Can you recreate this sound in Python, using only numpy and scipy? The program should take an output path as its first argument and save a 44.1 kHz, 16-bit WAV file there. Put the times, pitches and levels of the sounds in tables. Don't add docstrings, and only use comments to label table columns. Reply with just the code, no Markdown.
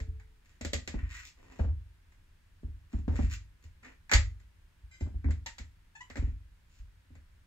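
import sys
import numpy as np
from scipy import signal
from scipy.fft import rfft, irfft, next_fast_len
from scipy.io import wavfile
from scipy.ndimage import uniform_filter1d

SR = 44100
rng = np.random.default_rng(int(sys.argv[2]) if len(sys.argv) > 2 else 0)


def waveform_to_disk(signal):
    frames = np.transpose(np.atleast_2d(signal))
    scaled = np.clip(frames, -1, 1) * 32767
    samples = np.round(scaled).astype(np.int16)
    wavfile.write(sys.argv[1], SR, samples)


N = 329338

# (time [s], body [dB], middle [dB], treble [dB])
CLICK_EVENTS = [(0.002, -51, -54, -57), (0.198, -78, -60, -72), (0.611, -43, -49.5, -49),
                (0.649, -37, -45, -42.5), (0.7331, -33, -40, -34.5), (0.876, -43.5, -45.5, -43),
                (2.121, -83, -68, -75), (3.157, -51, -50, -58.5), (3.831, -67, -56.5, -72),
                (3.849, -62, -54.5, -65), (4.0953, -67, -42.5, -55.5), (4.115, -40, -27.5, -33),
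                (4.1256, -34.5, -26, -40), (4.1354, -35.5, -27, -25.5), (4.4, -75.5, -68.5, -73),
                (5.008, -54, -63, -61), (5.243, -51.5, -50, -72), (5.3075, -52, -50.5, -55.5),
                (5.462, -56, -45.5, -43), (5.583, -57, -49.5, -49.5), (6.1006, -51, -49, -57),
                (6.157, -48.5, -46.5, -56.5), (6.17, -45.5, -49.5, -54.5), (7.153, -61, -64, -73)]
# (frequency [Hz], relative level [dB])
PLASTIC_COLOUR = [(120, -8), (250, 8), (370, -2.5), (530, 1), (750, -4), (1100, -9), (1800, 0.5), (2900, 1),
                  (4000, 2), (5800, -1.5), (7300, 1.5), (16000, 0)]
# (frequency [Hz], relative level [dB], t60 [s])
BAR_MODES = [(567, -14, 0.24), (831, -12.5, 0.16), (1213, -17, 0.26), (1289, -14, .2), (1750, -11, .18),
             (1834, -7.5, 0.17), (1915, -4.5, 0.23), (1960, 6.5, 0.1), (2020, -1.5, .16), (2100, -5, 0.14),
             (2590, -13.5, 0.26), (3520, -17, .2), (4560, -8, 0.097), (6660, -11, 0.17), (7150, -5, .12),
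             (7090, -8.5, 0.065)]
# (frequency [Hz], relative level [dB], t60 [s])
HANDLE_MODES = [(262.3, -2.5, 0.12), (389.3, -9.5, 0.057), (508, -2.5, 0.078), (568.5, 2.5, 0.072),
                (686, -13.5, 0.13)]
# (time [s], gain [dB])
TWANG_EVENTS = [(4.911, -62.5), (4.935, -65.5), (5.002, -61)]
# (frequency [Hz], relative level [dB], t60 [s])
SPRING_MODES = [(1559, 1.5, 0.15), (2080, 5, 0.14), (2380, -2.5, 0.13), (3120, -9, 0.24), (3960, -10, 0.2),
                (4960, -6, 0.19), (6180, -6.5, .17), (7500, -1, 0.14), (7460, -9.5, 0.12), (7430, -2, 0.15)]
# (time [s], length [s], pitch [Hz], glide [share of pitch], level [dB])
SQUEAK_EVENTS = [(5.459, 0.014, 915, 0.037, -40.5), (5.949, 0.024, 869, 0.048, -50.5),
                 (5.978, 0.031, 870, 0.036, -64), (6.003, 0.022, 984, 0.095, -46.5)]
# (frequency [Hz], relative level [dB])
SQUEAK_TONE = [(850, 2), (2000, 5.5), (2900, -2.5), (3900, -15), (5200, -16.5), (7000, -8.5), (8000, -13),
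               (12000, -22)]
# (time [s], thud [dB], hardness over the thud [dB], push on the bench [dB],
# pitch of the sway [Hz], loss of the bench's sway per rocking back [dB])
KNOCK_EVENTS = [(0.0, -55.5, -10.5, -32, 61.7, 13), (0.074, -58, -32, -30.5, 65, 7),
                (0.942, -36, -13.5, -29, 48.1, 16.5), (1.02, -57, -22, -28, 62.3, 25),
                (1.594, -37, -3, -22, 69.6, 3.5), (1.674, -49, -18, -27, 66.7, 9),
                (2.633, -48.5, -18.5, -32, 62.4, 5), (2.935, -37.5, -14.5, -25.5, 61.2, 6),
                (3.08, -32, -9, -23, 72.9, 9.5), (3.138, -45.5, -7, -28, 66.5, 17.5),
                (3.1904, -31.5, -10.5, -23, 68.9, 15), (3.231, -41.5, -20, -23, 62.8, 11),
                (4.137, -41.5, -6.5, -15, 57.7, 8.5), (3.64, -70, -5.5, -45, 78.1, 7.5),
                (4.827, -76, -24, -43, 60.5, 20), (5.01, -40.5, -14, -27, 78.4, 9),
                (5.065, -46, -10, -42.5, 70.8, 14), (5.143, -50.5, -17.5, -29.5, 63, 14),
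                (5.244, -40, -21.5, -23, 71.5, 20), (5.259, -38.5, -19, -30.5, 69, 14),
                (5.286, -39, -11, -25, 72.66, 14), (5.597, -55.5, -12, -38, 61.76, 10),
                (6.179, -44.5, -8, -26, 61.8, 17), (6.226, -41.5, -15.5, -23.5, 59.4, 6),
                (6.789, -74, -11.5, -40.5, 46.7, 9), (7.105, -57, -24, -49, 78.3, 3.5)]
# (frequency [Hz], relative level [dB])
WOOD_COLOUR = [(90, -12), (170, -3), (250, 2.5), (340, -8), (520, -14), (800, -20), (1700, -24.5),
               (3000, -36.5), (8000, -50)]
# (frequency [Hz], relative level [dB], t60 [s])
BOARD_MODES = [(223, -1, 0.21), (247, -3, .16), (282.7, -2, 0.42), (352.7, -5.5, 0.19), (530, -13.5, 0.17),
               (865, -21.5, .14)]
# (frequency [Hz], relative level [dB], t60 [s])
BENCH_MODES = [(53.1, -8.5, .55), (75.07, -7, 0.39), (98.3, -16, 0.49), (134.5, -23.5, 0.34),
               (158, -38, 0.21), (217.6, -37.5, 0.14), (282.8, -36, 0.22)]
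# (start [s], speeding up [s], slowing down [s], relative drag [dB], rasp [dB] and hiss [dB])
SLIDE_EVENTS = [(0.42, 0.08, 0.1, -78, -69, -70), (0.89, 0.05, 0.22, -66, -56.5, -72.5),
                (1.068, 0.1, 0.098, -74, -45, -48.5), (1.24, 0.011, 0.055, -76, -63, -53.5),
                (1.35, 0.086, 0.28, -62, -65, -71), (1.48, 0.12, 0.063, -59, -63.5, -65.5),
                (2.89, 0.047, 0.095, -68, -66, -66.5), (3.079, 0.096, 0.2, -73, -54.5, -58.5),
                (3.293, 0.037, 0.038, -76, -48.5, -45.5), (3.61, .035, 0.022, -71, -69, -65),
                (3.819, 0.028, 0.1, -57.5, -54, -65), (6.15, 0.043, .15, -65, -58, -67.5),
                (6.66, 0.11, 0.052, -84, -74, -66)]
# (frequency [Hz], relative density [dB per Hz])
FRICTION_COLOUR = [(150, -12.5), (300, -8), (550, -15.5), (850, -17), (1250, -7.5), (1600, -6.5),
                   (2000, -6.5), (2450, -4), (3050, -10.5), (6000, -10.5), (7400, -8), (8700, -29.5),
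                   (15000, -25)]
# (low edge [Hz], high edge [Hz])
FRICTION_BANDS = [(200, 800), (900, 2800), (2800, 16000)]
# (frequency [Hz], width [Hz], level against the rasp [dB])
SCRAPE_MODE = (1900, 350, 1.0)
# (frequency [Hz], level [dB], t60 [s])
BAR_HUM_MODE = (436, -58.5, 1.03)
# (frequency [Hz], t60 [s])
ROOM_DECAY = [(60, 0.54), (250, 0.16), (500, 0.19), (2000, 0.23), (7000, 0.22), (15000, 0.084)]
# (frequency [Hz], correlation [-1 to 1])
STEREO_LIKENESS = [(100, 0.97), (260, 0.25), (400, 0.057), (1200, 0.22), (2000, 0.028), (6000, 0.058),
                   (9000, 1), (15000, 1)]
# (frequency [Hz], phase [rad])
STEREO_PHASE = [(60, 0.44), (170, 0.18), (330, 1.0), (650, 1.53), (1300, -0.06), (2500, 4), (4000, 1.5),
                (6000, 1.6), (7300, 0.57), (15000, -6.5)]
# (frequency [Hz], difference [dB])
STEREO_BALANCE = [(250, 0), (600, 1), (1100, 1), (4500, 0), (8000, 0), (13000, -1.5)]
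# (frequency [Hz], gain [dB])
HIT_DULLNESS = [(20, -5.5), (7600, -1), (8450, -21.5), (9600, -37), (11000, -18.5), (15500, -25.5)]
# (frequency [Hz], relative density [dB per Hz])
BACKGROUND_COLOUR = [(12, -26.5), (20, 2), (91, -2.5), (127, -21), (158, -11.5), (187, -22), (222, -21.5),
                     (377, -26.5), (434, -30.5), (499, -30), (780, -33), (949, -27.5), (1120, -31),
                     (1660, -26), (16000, -49)]
CLICK_EDGES = [200, 700, 2500, 8500]
KNOCK_EDGES = [170, 420, 950, 2800]

HIT_SIZE = 32768
T = np.arange(HIT_SIZE) / SR
HZ = np.fft.rfftfreq(HIT_SIZE, 1 / SR)
BACKGROUND_DB, TOP_EDGE_HZ = -61, 15800
BAR_LOOSE_DB, BAR_GROWTH = -31, 1.7
CLICK_PUSH_DB, CLICK_SWAY_HZ = 2.5, 73
CLACK_DB = -10
HEAVE_LAG_S = 0.00909
ROCK_S, ROCK_SHRINK = 0.049, 0.903
STROKE_POWER = 1.4


def clicks(bar_db=-10.5, handle_db=-9.0, spread_db=9.5):
    snaps, ringing = np.zeros((2, N)), np.zeros(N)
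    handle = ring(HANDLE_MODES)
    bar_modes = np.array([ring([mode]) for mode in BAR_MODES])
    for s, body_db, middle_db, treble_db in CLICK_EVENTS:
        colour_db = voiced(PLASTIC_COLOUR, CLICK_EDGES, [body_db, middle_db, treble_db])
        add(snaps, s, contact(colour_db, sharp=0.48, chatter_s=0.0055, wet_db=1.5))
        strength = amp(spread_db * rng.uniform(-0.35, 1, len(BAR_MODES)))
        swing = rng.choice([-1, 1], len(BAR_MODES)) * strength
        ring_db = treble_db + bar_db + BAR_GROWTH * max(treble_db - BAR_LOOSE_DB, 0)
        bar = amp(ring_db) * (swing @ bar_modes)
        add(ringing, s, bar + amp(body_db + handle_db) * handle)
    return snaps + room(ringing, wet_db=-9.5)


def squeaks(jitter=0.037):
    out = np.zeros(N)
    for s, length_s, hz, glide, db in SQUEAK_EVENTS:
        progress = np.linspace(0, 1, int(length_s * SR))
        waver = evened(uniform_filter1d(rng.standard_normal(len(progress)), size=60))
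        pitch_hz = hz * (1 + glide * (progress - 0.5) + jitter * waver)
        turns = np.cumsum(pitch_hz) / SR
        slips = np.zeros(len(progress))
        for k in range(1, 13):
            slips += amp(read(SQUEAK_TONE, k * hz)) * np.cos(2 * np.pi * k * turns)
        add(out, s, amp(db) * evened(slips) * signal.windows.tukey(len(progress), 0.6))
    return out


def twangs(swell_s=0.0023, waver=0.017, buzz_db=-4.0, buzz_s=0.03):
    out, partials = np.zeros(N), ring(SPRING_MODES)
    for s, db in TWANG_EVENTS:
        bend = evened(uniform_filter1d(rng.standard_normal(HIT_SIZE), size=150))
        bent_time = T + waver * np.cumsum(bend) / SR
        spring = np.interp(bent_time, T, partials)
        buzz = amp(buzz_db) * rng.standard_normal(HIT_SIZE) * np.exp(-T / buzz_s)
        swell = 1 - np.exp(-T / swell_s)
        add(out, s, amp(db) * (spring + buzz) * swell)
    return out


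def knocks(boards_db=-6.0, softer_db=5.0):
    out, boards = np.zeros((2, N)), ring(BOARD_MODES)
    for s, thud_db, hardness_db, _, _, loss_db in KNOCK_EVENTS:
        knock_db = thud_db + hardness_db
        colour_db = voiced(WOOD_COLOUR, KNOCK_EDGES, [thud_db, knock_db, knock_db + CLACK_DB])
        blow = contact(colour_db, sharp=0.3, chatter_s=0.011, wet_db=1.5)
        blow = blow + amp(thud_db + boards_db) * boards
        for at, gain in rocking(s, loss_db + softer_db):
            add(out, at, gain * blow)
    return out


def thumps(swell_s=0.014, peak_db=1.5):
    pushes = [(s, amp(body_db + CLICK_PUSH_DB), CLICK_SWAY_HZ) for s, body_db, *_ in CLICK_EVENTS]
    for s, _, _, push_db, hz, loss_db in KNOCK_EVENTS:
        pushes += [(at, gain * amp(push_db), hz) for at, gain in rocking(s, loss_db)]
    out = np.zeros(N)
    boom = ring(BENCH_MODES) * (1 - np.exp(-T / swell_s))
    heave = (T / swell_s) ** 2 * np.exp(2 - 2 * T / swell_s)
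    for s, gain, hz in pushes:
        sway = heave * np.sin(2 * np.pi * hz * T)
        add(out, s + HEAVE_LAG_S, gain * amp(peak_db) * (sway + boom))
    return out


def rocking(s, loss_db, count=3):
    for k in range(count):
        yield s, amp(-k * loss_db)
        s += ROCK_S * ROCK_SHRINK ** k


def slides(grain_db=4.5, grains_per_s=900, drag_db=-4.5, rasp_db=-4.5, hiss_db=-6.5):
    caught = rng.random(N) < grains_per_s / SR
    size = amp(grain_db * np.minimum(rng.exponential(1, N), 4)) * caught
    catches = tint((size + 0.053) * rng.standard_normal(N), FRICTION_COLOUR)
    bands = []
    for band in FRICTION_BANDS:
        sos = signal.butter(3, band, "band", fs=SR, output="sos")
        bands.append(evened(signal.sosfilt(sos, catches)))
    drag, rasp, hiss = bands
    hz, width_hz, db = SCRAPE_MODE
    singing = evened(signal.lfilter(*signal.iirpeak(hz, hz / width_hz, fs=SR), rasp))
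    rasp = evened(rasp + amp(db) * singing)
    return amp([drag_db, rasp_db, hiss_db]) @ (np.array([drag, rasp, hiss]) * pressure())


def pressure():
    out, t = np.zeros((len(FRICTION_BANDS), N)), np.arange(N) / SR
    for s, rise_s, fall_s, *levels_db in SLIDE_EVENTS:
        length_s = rise_s + fall_s
        progress = np.interp(t[t < length_s], [0, rise_s, length_s], [0, 0.5, 1])
        speed = np.sin(np.pi * progress)
        add(out, s, amp(levels_db)[:, None] * speed ** STROKE_POWER)
    return out


def bar_hum():
    out = np.zeros(N)
    add(out, 0, ring([BAR_HUM_MODE]))
    return out


def room(x, wet_db):
    return x + amp(wet_db) * signal.fftconvolve(x[None], reflections(), axes=1)[:, :N]


def reflections():
    hz, t, z = signal.stft(diffuse(HIT_SIZE), SR, nperseg=256)
    decay = np.exp(-np.log(1000) * t / read(ROOM_DECAY, hz)[:, None])
    tail = signal.istft(z * decay, SR, nperseg=256)[1][:, :HIT_SIZE]
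    tail = tail * (1 - np.exp(-T / 0.00042))
    return tail / np.linalg.norm(tail[0])


def stereo(x):
    size = next_fast_len(N + HIT_SIZE)
    hz = np.fft.rfftfreq(size, 1 / SR)
    half = np.sqrt(amp(read(STEREO_BALANCE, hz))) * np.exp(0.5j * read(STEREO_PHASE, hz))
    return irfft(rfft(x, size) * np.array([half, 1 / half]), size)[:, :N]


def background():
    noise = tint(diffuse(next_fast_len(N, True)), BACKGROUND_COLOUR)[:, :N]
    return amp(BACKGROUND_DB) * evened(noise)


def contact(colour_db, sharp, chatter_s, wet_db):
    grains = rng.standard_normal(HIT_SIZE) * np.exp(-T / chatter_s)
    blow = sharp * signal.unit_impulse(HIT_SIZE) + grains / np.linalg.norm(grains)
    heard = blow / np.linalg.norm(blow) + amp(wet_db) * reflections()
    return irfft(rfft(heard) * rfft(pulse(colour_db)))


def voiced(material, edges_hz, levels_db):
    db, points = read(material, HZ), []
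    for low, high, level_db in zip(edges_hz, edges_hz[1:], levels_db):
        inside = (HZ > low) & (HZ < high)
        energy = 2 * np.sum(amp(db[inside]) ** 2) / HIT_SIZE
        lift_db = level_db - 10 * np.log10(energy / (SR / 100))
        points += [(low * 1.15, lift_db), (high / 1.15, lift_db)]
    return db + read(points, HZ)


def pulse(db):
    cepstrum = irfft(np.log(amp(np.maximum(db, -100))))
    cepstrum[1:HIT_SIZE // 2] *= 2
    cepstrum[HIT_SIZE // 2 + 1:] = 0
    return irfft(np.exp(rfft(cepstrum)))


def ring(modes):
    out = np.zeros(HIT_SIZE)
    for hz, db, t60 in modes:
        out += amp(db) * np.exp(-np.log(1000) * T / t60) * np.sin(2 * np.pi * hz * T)
    return out


def diffuse(size):
    left, other = rfft(rng.standard_normal((2, size)))
    same = np.clip(read(STEREO_LIKENESS, np.fft.rfftfreq(size, 1 / SR)), -1, 1)
    right = same * left + np.sqrt(1 - same ** 2) * other
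    return irfft(np.array([left, right]), size)


def tint(x, points):
    gain = amp(read(points, np.fft.rfftfreq(x.shape[-1], 1 / SR)))
    return irfft(rfft(x) * gain, x.shape[-1])


def read(points, hz):
    f, value = np.transpose(points)
    return np.interp(np.log(hz + 1), np.log(f + 1), value)


def amp(db):
    return 10 ** (np.asarray(db) / 20)


def evened(x):
    return x / np.sqrt(np.mean(x ** 2) + 1e-20)


def add(mix, s, sound):
    part = mix[..., max(round(s * SR), 0):][..., :sound.shape[-1]]
    part += sound[..., :part.shape[-1]]


def scene():
    hits = clicks() + knocks() + room(twangs(), wet_db=4.0) + room(squeaks(), wet_db=0.0)
    hits = signal.oaconvolve(hits, pulse(read(HIT_DULLNESS, HZ))[None], axes=1)[:, :N]
    near = hits + room(slides(), wet_db=0.5) + thumps() + bar_hum()
    return stereo(near) + background()


def record(dry):
    lowpass = signal.firwin(511, TOP_EDGE_HZ, window=("kaiser", 9), fs=SR)
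    return signal.oaconvolve(dry, lowpass[None], "same")


dry = scene()
out = record(dry)
waveform_to_disk(out)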